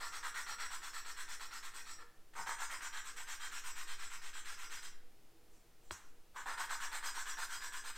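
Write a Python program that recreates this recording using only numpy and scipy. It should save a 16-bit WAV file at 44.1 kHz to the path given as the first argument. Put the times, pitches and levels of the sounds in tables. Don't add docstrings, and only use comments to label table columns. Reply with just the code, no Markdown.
import sys
import numpy as np
from scipy import signal
from scipy.fft import rfft, irfft
from scipy.io import wavfile
from scipy.ndimage import uniform_filter1d

SR = 44100
rng = np.random.default_rng(int(sys.argv[2]) if len(sys.argv) > 2 else 0)


def rack_gain(trim_db):
    fader = np.asarray(trim_db, float)
    return 10 ** (fader / 20)


def int16_out(signal):
    q = np.round(np.clip(np.atleast_2d(signal).T, -1, 1) * 32767)
    wavfile.write(sys.argv[1], SR, q.astype(np.int16))


N = 351477

# start_s, nominal length_s, grind_db before the mix
STROKES = [(0.0, 0.087, -52), (0.121, .068, -51.5), (0.228, 0.068, -48.5), (.342, 0.082, -48.5),
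           (0.464, 0.08, -50), (.584, 0.08, -50), (0.703, 0.069, -52.5), (0.818, 0.077, -54),
           (0.929, 0.073, -53), (1.048, 0.073, -54), (1.164, 0.07, -54.5), (1.279, 0.072, -54.5),
           (1.396, 0.067, -55), (1.509, .079, -55.5), (1.627, 0.062, -55.5), (1.736, 0.081, -57.5),
           (1.854, 0.078, -59.5), (2.352, 0.081, -51), (2.462, 0.084, -47.5), (2.584, 0.073, -48),
           (2.696, 0.075, -50.5), (2.807, 0.075, -52), (2.926, 0.076, -52), (3.044, 0.069, -57),
           (3.162, 0.07, -54.5), (3.27, 0.086, -53), (3.398, 0.08, -53), (3.513, 0.084, -53),
           (3.637, 0.075, -54), (3.754, 0.076, -55), (3.871, 0.079, -55.5), (3.983, .09, -56),
           (4.102, 0.07, -56.5), (4.216, 0.082, -58.5), (4.331, 0.076, -56.5), (4.447, 0.095, -55),
           (4.574, 0.093, -57.5), (4.698, 0.093, -56), (4.821, 0.065, -58.5), (6.359, 0.075, -54),
           (6.458, 0.086, -48), (6.573, 0.083, -46.5), (6.692, 0.065, -46.5), (6.8, 0.076, -48.5),
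           (6.916, 0.073, -48.5), (7.027, .08, -47.5), (7.143, 0.076, -49.5), (7.256, 0.084, -51),
           (7.37, 0.082, -49.5), (7.495, 0.081, -52), (7.606, 0.075, -53), (7.722, 0.073, -52),
           (7.839, 0.07, -54), (7.952, 0.081, -56)]
# start_s, knock_db before the mix; growl_db, rasp_db, ring_db over the knock
DROPS = [(5.9089, -20.5, -1, -2, 1.3)]
GRIP_TIMES = [2.2, 6.2]
MODE_PITCHES = [1385, 1755, 4974, 5292, 5329, 5652, 5695, 6019, 6207, 6390, 6842, 7160, 7348, 7499, 7698,
                7892, 7989, 8226, 8592, 8818, 9157, 9335, 10347, 11850, 12400, 12575, 13124, 13840, 14200,
                15460]
# t60_s, then relative level_db in the first, second and third grip
MODE_DECAYS = [(0.03, -23, -26, -27), (0.03, -25, -26, -25), (0.22, -24, -23, -23), (0.22, -28, -29, -33),
               (0.22, -29, -28, -34), (0.22, -21, -23, -25), (0.22, -32, -32, -34), (0.22, -31, -26, -28),
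               (0.22, -29, -23, -33), (0.22, -27, -24, -25), (0.22, -25, -27, -33), (0.22, -25, -22, -27),
               (0.22, -28, -28, -28), (0.22, -33, -31, -37), (0.22, -21, -21, -21), (0.22, -22, -26, -28),
               (0.22, -29, -31, -31), (0.22, -28, -28, -26), (0.22, -24, -23, -27), (0.22, -31, -32, -33),
               (0.22, -36, -39, -34), (0.22, -37, -34, -35), (0.1, -38, -38, -39), (0.1, -38, -38, -38),
               (0.1, -38, -38, -38), (0.1, -38, -40, -38), (0.1, -37, -39, -37), (0.1, -37, -35, -38),
               (0.1, -38, -38, -38), (0.1, -38, -38, -38)]
# frequency_hz, relative density_db (dB per Hz)
SCRATCH_SPECTRUM = [(150, -53), (250, -29), (460, -21), (620, -20.5), (915, -5), (1400, -4), (1900, -5),
                    (2400, -9), (3000, -12), (4300, -15.5), (4800, -21.5), (6500, -16.5), (8000, -8.5),
                    (9300, -19), (9600, -24), (13800, -24), (15600, -28.5)]
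SCRATCH_DB = -9
BAND_BORDERS = [1050, 2200, 4750]
# frequency_hz, t60_s
ROOM_DECAY = [(300, 0.051), (1400, 0.67), (3700, 0.48), (8000, 0.26), (14000, 0.44)]
# frequency_hz, relative density_db (dB per Hz)
AIR_SPECTRUM = [(11, -26.5), (18, -4), (33, -22), (194, -31.5), (265, -31), (383, -30), (429, -28.5),
                (480, -36), (799, -33.5), (870, -37.5), (1370, -39), (4490, -43.5), (15600, -49)]
AIR_DB = -66
# mean pitch_hz, mean level_db (rms)
WAVERING_TONES = [(328.4, -87), (479.1, -84)]
# start_s, pitch_hz, level_db, t60_s
DULL_RINGS = [(2.028, 475, -62, 0.28), (2.386, 168, -64, 0.46), (5.907, 77, -44, 0.133),
              (5.9082, 170, -56.5, 0.14), (5.9081, 350, -44.5, 0.055), (5.9075, 620, -45, 0.044),
              (5.9086, 3330, -44, 0.04)]
# frequency_hz, relative density_db (dB per Hz)
HISS_SPECTRUM = [(20, 6), (80, -13), (300, 7), (700, 5), (1400, -5), (3000, -4), (15000, -1.5)]
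HISS_DB = -78.5
# frequency_hz, relative gain_db
SIDE_SPECTRUM = [(500, -13), (1400, -18), (3000, -6), (8000, -4), (13000, 2.5)]
SIDE_DB = -23.5
BAND_FOLLOW = [(1, 1.5), (0.7, 0.81), (0.51, 0.74), (0.3, 0.72)]
# rate_per_s, size_spread_db, clumping_db
BAND_GRAINS = [(2464, 3, 1.5), (2583, 3, -0.5), (5910, 1.5, 0.7), (9070, 1, 1.53)]
CHATTER_S = 0.0069
# mean pitch_hz, width_hz, mean lift_db in each of three grips
VALVE_RESONANCES = [(1023, 82, 1.5, 1.5, 2.4), (1580, 340, 3.9, 3.4, 5.4), (2806, 58, 2, 4.4, 3.3),
                    (3346, 135, 5.8, 4.7, 4.9), (4270, 590, 9.8, 5.8, 5.2)]
SNAP_LEVELS = [14, 16.5, 15, 4]
# start_s, nominal length_s, growl_db, grind_db, rasp_db, ring_db before the mix
SEAT_BRUSHES = [(1.982, 0.052, -66.5, -61.5, -68, -68), (2.335, 0.01, -62, -62, -66, -64.5),
                (5.5, 0.098, -99, -91.5, -96, -75.5), (5.816, 0.26, -95, -92, -82, -73.5),
                (6.345, .038, -62, -70, -74, -68)]
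FIRST_DIRECTION = [1, -1, -1]
# growl_db, rasp_db, ring_db over a usual stroke's grind; growl_db by direction (+/-)
COLOURS = [(-10, -2.44, 0.76, 0), (-11, -1.7, 1.5, 0), (-8.5, -2.1, 2.47, 1.5)]
USUAL_DB = -53
HARDNESS_SLOPES = [0.033, -0.41, -0.45]
# growl_db, rasp_db, ring_db
FRESH_COLOURS = [(3.5, -0.5, 0), (8.9, -5.5, -4.5), (5.8, -5, -8.5)]
FRESH_S = 0.3
SCATTER_DB = 0.5
FASTEST, FASTEST_FRESH, FASTEST_SPREAD = 0.43, -0.1, 0.081
# time_s, level_db
ROCK_HEIGHT = [(0.0, -44.5), (1.0, -44.5), (3.0, -45.5), (3.6, -44.5), (3.9, -35), (4.1, -40.5), (4.9, -41),
               (6.4, -49), (6.8, -41.5), (7.97, -45)]
ROCK_LAG_S, ROCK_ON_S = 0.052, 0.093
ROCK_FADE_DB, ROCK_IDLE_DB = -1.5, -57


def evened(x):
    return x / np.sqrt(np.mean(x ** 2) + 1e-30)


def read(points, hz):
    f, value = np.transpose(points)
    return np.interp(np.log(hz + 1), np.log(f + 1), value)


def slow(count, size):
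    once = uniform_filter1d(rng.standard_normal(count), size)
    return evened(uniform_filter1d(once, size))


def coloured(x, points):
    return irfft(rfft(x) * rack_gain(read(points, np.fft.rfftfreq(N, 1 / SR))), N)


def ways():
    s = np.array(STROKES)[:, 0]
    grip = np.searchsorted(GRIP_TIMES, s)
    first = np.searchsorted(grip, grip)
    direction = np.array(FIRST_DIRECTION)[grip] * (-1) ** (np.arange(len(s)) - first)
    return grip, direction, s - s[first]


def rubs():
    s, length, db = np.transpose(STROKES)
    grip, direction, since = ways()
    fresh = np.exp(-since / FRESH_S)
    chance = rng.standard_normal((len(s), 4))
    colour = np.array(COLOURS)[grip]
    over_grind = colour[:, :3] + np.outer(db - USUAL_DB, HARDNESS_SLOPES)
    over_grind += fresh[:, None] * np.array(FRESH_COLOURS)[grip]
    over_grind += np.outer(direction * colour[:, 3], [1, 0, 0])
    over_grind += SCATTER_DB * chance[:, :3]
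    bands_db = db[:, None] + np.insert(over_grind, 1, 0, axis=1)
    peak = FASTEST + FASTEST_FRESH * fresh + FASTEST_SPREAD * chance[:, 3]
    strokes = list(zip(s, length, peak, bands_db))
    brushes = [(start, long, FASTEST, np.array(levels)) for start, long, *levels in SEAT_BRUSHES]
    return strokes + brushes


def grit(per_s, spread_db, clumping_db):
    spread = spread_db * np.minimum(rng.exponential(1, N), 4)
    size = rack_gain(spread + clumping_db * slow(N, size=200))
    breaks = rng.random(N) < per_s / SR
    return evened(size * rng.choice([-1., 1.], N) * breaks)


def grinding_force(rise_s=0.0005):
    force = np.zeros((4, N))
    bite, power = np.transpose(BAND_FOLLOW)[:, :, None]
    rows = rubs()
    for s, length, peak, bands_db in rows:
        at = np.arange(round(s * SR), min(round((s + 1.1 * length) * SR), N))
        u = (at / SR - s) / (1.24 * length)
        phase = np.interp(u, [0, np.clip(peak, .05, .95), 1], [0, 1, 2])
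        speed = np.sin(np.pi / 2 * phase)
        rise = np.clip((at / SR - s) / rise_s, 0, 1)
        force[:, at] += rack_gain(bands_db)[:, None] * rise * (bite * (1 - u) + abs(speed) ** power)
    force *= [grit(*row) for row in BAND_GRAINS]
    for s, _, _, bands_db in rows[1:]:
        snap_db = bands_db + SNAP_LEVELS + 2 * rng.standard_normal()
        force[:, round((s + rise_s) * SR)] += rack_gain(snap_db)
    return force


def head(grip, local=1, size=16384):
    hz, t = np.fft.rfftfreq(size, 1 / SR), np.arange(size) / SR
    seat_db, shift, swell_s = 2 * local, .035 * local, .0012
    scratch_db = np.maximum(read(SCRATCH_SPECTRUM, hz), -70)
    for f, width, *db in VALVE_RESONANCES:
        f_moved = f * (1 + shift * rng.standard_normal())
        lift_db = db[grip] + seat_db * rng.standard_normal()
        scratch_db = scratch_db + lift_db * np.exp(-((hz - f_moved) / width) ** 2)
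    log_gain = np.log(rack_gain(scratch_db))
    whole = np.concatenate([log_gain, log_gain[-2:0:-1]])
    scratch = irfft(np.exp(np.conj(signal.hilbert(whole)))[:len(hz)], size)
    reply = rack_gain(SCRATCH_DB) * scratch / np.linalg.norm(scratch)
    swell = 1 - np.exp(-(t / swell_s) ** 2)
    for f, (t60, *db) in zip(MODE_PITCHES, MODE_DECAYS):
        mode = swell * rack_gain(-60 * t / t60) * np.sin(2 * np.pi * f * t + 2 * np.pi * rng.random())
        mode_db = db[grip] + seat_db * rng.standard_normal()
        reply = reply + rack_gain(mode_db) * mode / np.linalg.norm(mode)
    bands = []
    for border in BAND_BORDERS:
        low = signal.butter(6, border, "low", fs=SR, output="sos")
        high = signal.butter(6, border, "high", fs=SR, output="sos")
        bands.append(signal.sosfilt(low, reply))
        reply = signal.sosfilt(high, reply)
    return [band / np.linalg.norm(band) for band in bands + [reply]]


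def lapping(parts=4):
    t = np.arange(N) / SR
    force = grinding_force()
    grip_now = np.searchsorted(GRIP_TIMES, t)
    part_now = np.searchsorted(np.array(STROKES)[:, 0], t) % parts
    out = np.zeros(N)
    for grip in range(3):
        for part in range(parts):
            active = (grip_now == grip) * (part_now == part)
            for push, band in zip(force, head(grip)):
                out += signal.oaconvolve(push * active, band)[:N]
    return out


def echoes():
    taps = np.zeros(SR)
    at = np.arange(200, SR - 20, 20)
    taps[at + rng.integers(0, 20, len(at))] = rng.choice([-1., 1.], len(at))
    hz, t, z = signal.stft(taps, SR, nperseg=256)
    decay = rack_gain(-60 * t / read(ROOM_DECAY, hz)[:, None])
    tail = signal.istft(z * decay, SR, nperseg=256)[1]
    return tail / np.linalg.norm(tail)


def room(x, turns=.45):
    turn = np.pi * turns * np.arange(N) / SR
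    out = np.zeros(N)
    for k in range(3):
        share = np.sqrt(2 / 3) * np.cos(turn + k * np.pi / 3)
        out += signal.oaconvolve(x * share, echoes())[:N]
    return out


def air():
    noise = rack_gain(AIR_DB) * evened(coloured(rng.standard_normal(N), AIR_SPECTRUM))
    for f, db in WAVERING_TONES:
        cycles = np.cumsum(f * (1 + 0.0198 * slow(N, size=1500))) / SR
        level = np.sqrt(2) * rack_gain(db + 4.4 * slow(N, size=2000))
        noise = noise + level * np.sin(2 * np.pi * cycles)
    return noise


def sway():
    grip, direction, _ = ways()
    s = np.array(STROKES)[:, 0] + ROCK_LAG_S
    turns = []
    for g in range(3):
        at, on = s[grip == g], np.arange(1, 4)
        signs = direction[grip == g]
        at = np.concatenate([at[:1] - ROCK_ON_S, at, at[-1] + ROCK_ON_S * on])
        free = signs[-1] * (-rack_gain(ROCK_FADE_DB)) ** on * (on < 3)
        size = np.concatenate([[0], signs, free])
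        turns += zip(at, size * rack_gain(np.interp(at, *np.transpose(ROCK_HEIGHT))))
    s, height = np.transpose(turns)
    place = np.interp(np.arange(N) / SR, s, np.arange(len(s)))
    k = np.minimum(place.astype(int), len(s) - 2)
    swing = height[k] + (height[k + 1] - height[k]) * (1 - np.cos(np.pi * (place - k))) / 2
    return swing + rack_gain(ROCK_IDLE_DB) * slow(N, size=2500)


def channel_hiss(shape):
    return rack_gain(HISS_DB) * evened(coloured(rng.standard_normal(shape), HISS_SPECTRUM))


def thuds():
    out = np.zeros(N)
    for s, hz, db, t60 in DULL_RINGS:
        t = np.maximum(np.arange(N) / SR - s, 0)
        out += np.minimum(hz * t, 1) * rack_gain(db - 60 * t / t60) * np.sin(2 * np.pi * hz * t)
    return out


def valve_drop():
    t, blow = np.arange(1500) / SR, np.zeros((4, N))
    for s, db, growl_db, rasp_db, ring_db in DROPS:
        chatter = t * np.exp(-t / CHATTER_S) * rng.standard_normal(len(t))
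        shape = np.array(3 * [t == 0] + [chatter])
        shape /= np.linalg.norm(shape, axis=1, keepdims=True)
        bands_db = db + np.array([[growl_db], [0], [rasp_db], [ring_db]])
        blow[:, round(s * SR):][:, :len(t)] += rack_gain(bands_db) * shape
    return sum(signal.oaconvolve(push, band)[:N] for push, band in zip(blow, head(1, local=0)))


def scene():
    near = lapping() + valve_drop()
    mono = rack_gain(-0.5) * near + rack_gain(-7.0) * room(near) + thuds() + air() + sway()
    side = rack_gain(SIDE_DB) * coloured(room(near), SIDE_SPECTRUM)
    return np.array([mono + side, mono - side])


def band_limit(x):
    return signal.sosfilt(signal.butter(12, 15760, fs=SR, output="sos"), x)


def record(dry):
    mix = dry + channel_hiss(dry.shape)
    return band_limit(mix)


dry = scene()
out = record(dry)
int16_out(out)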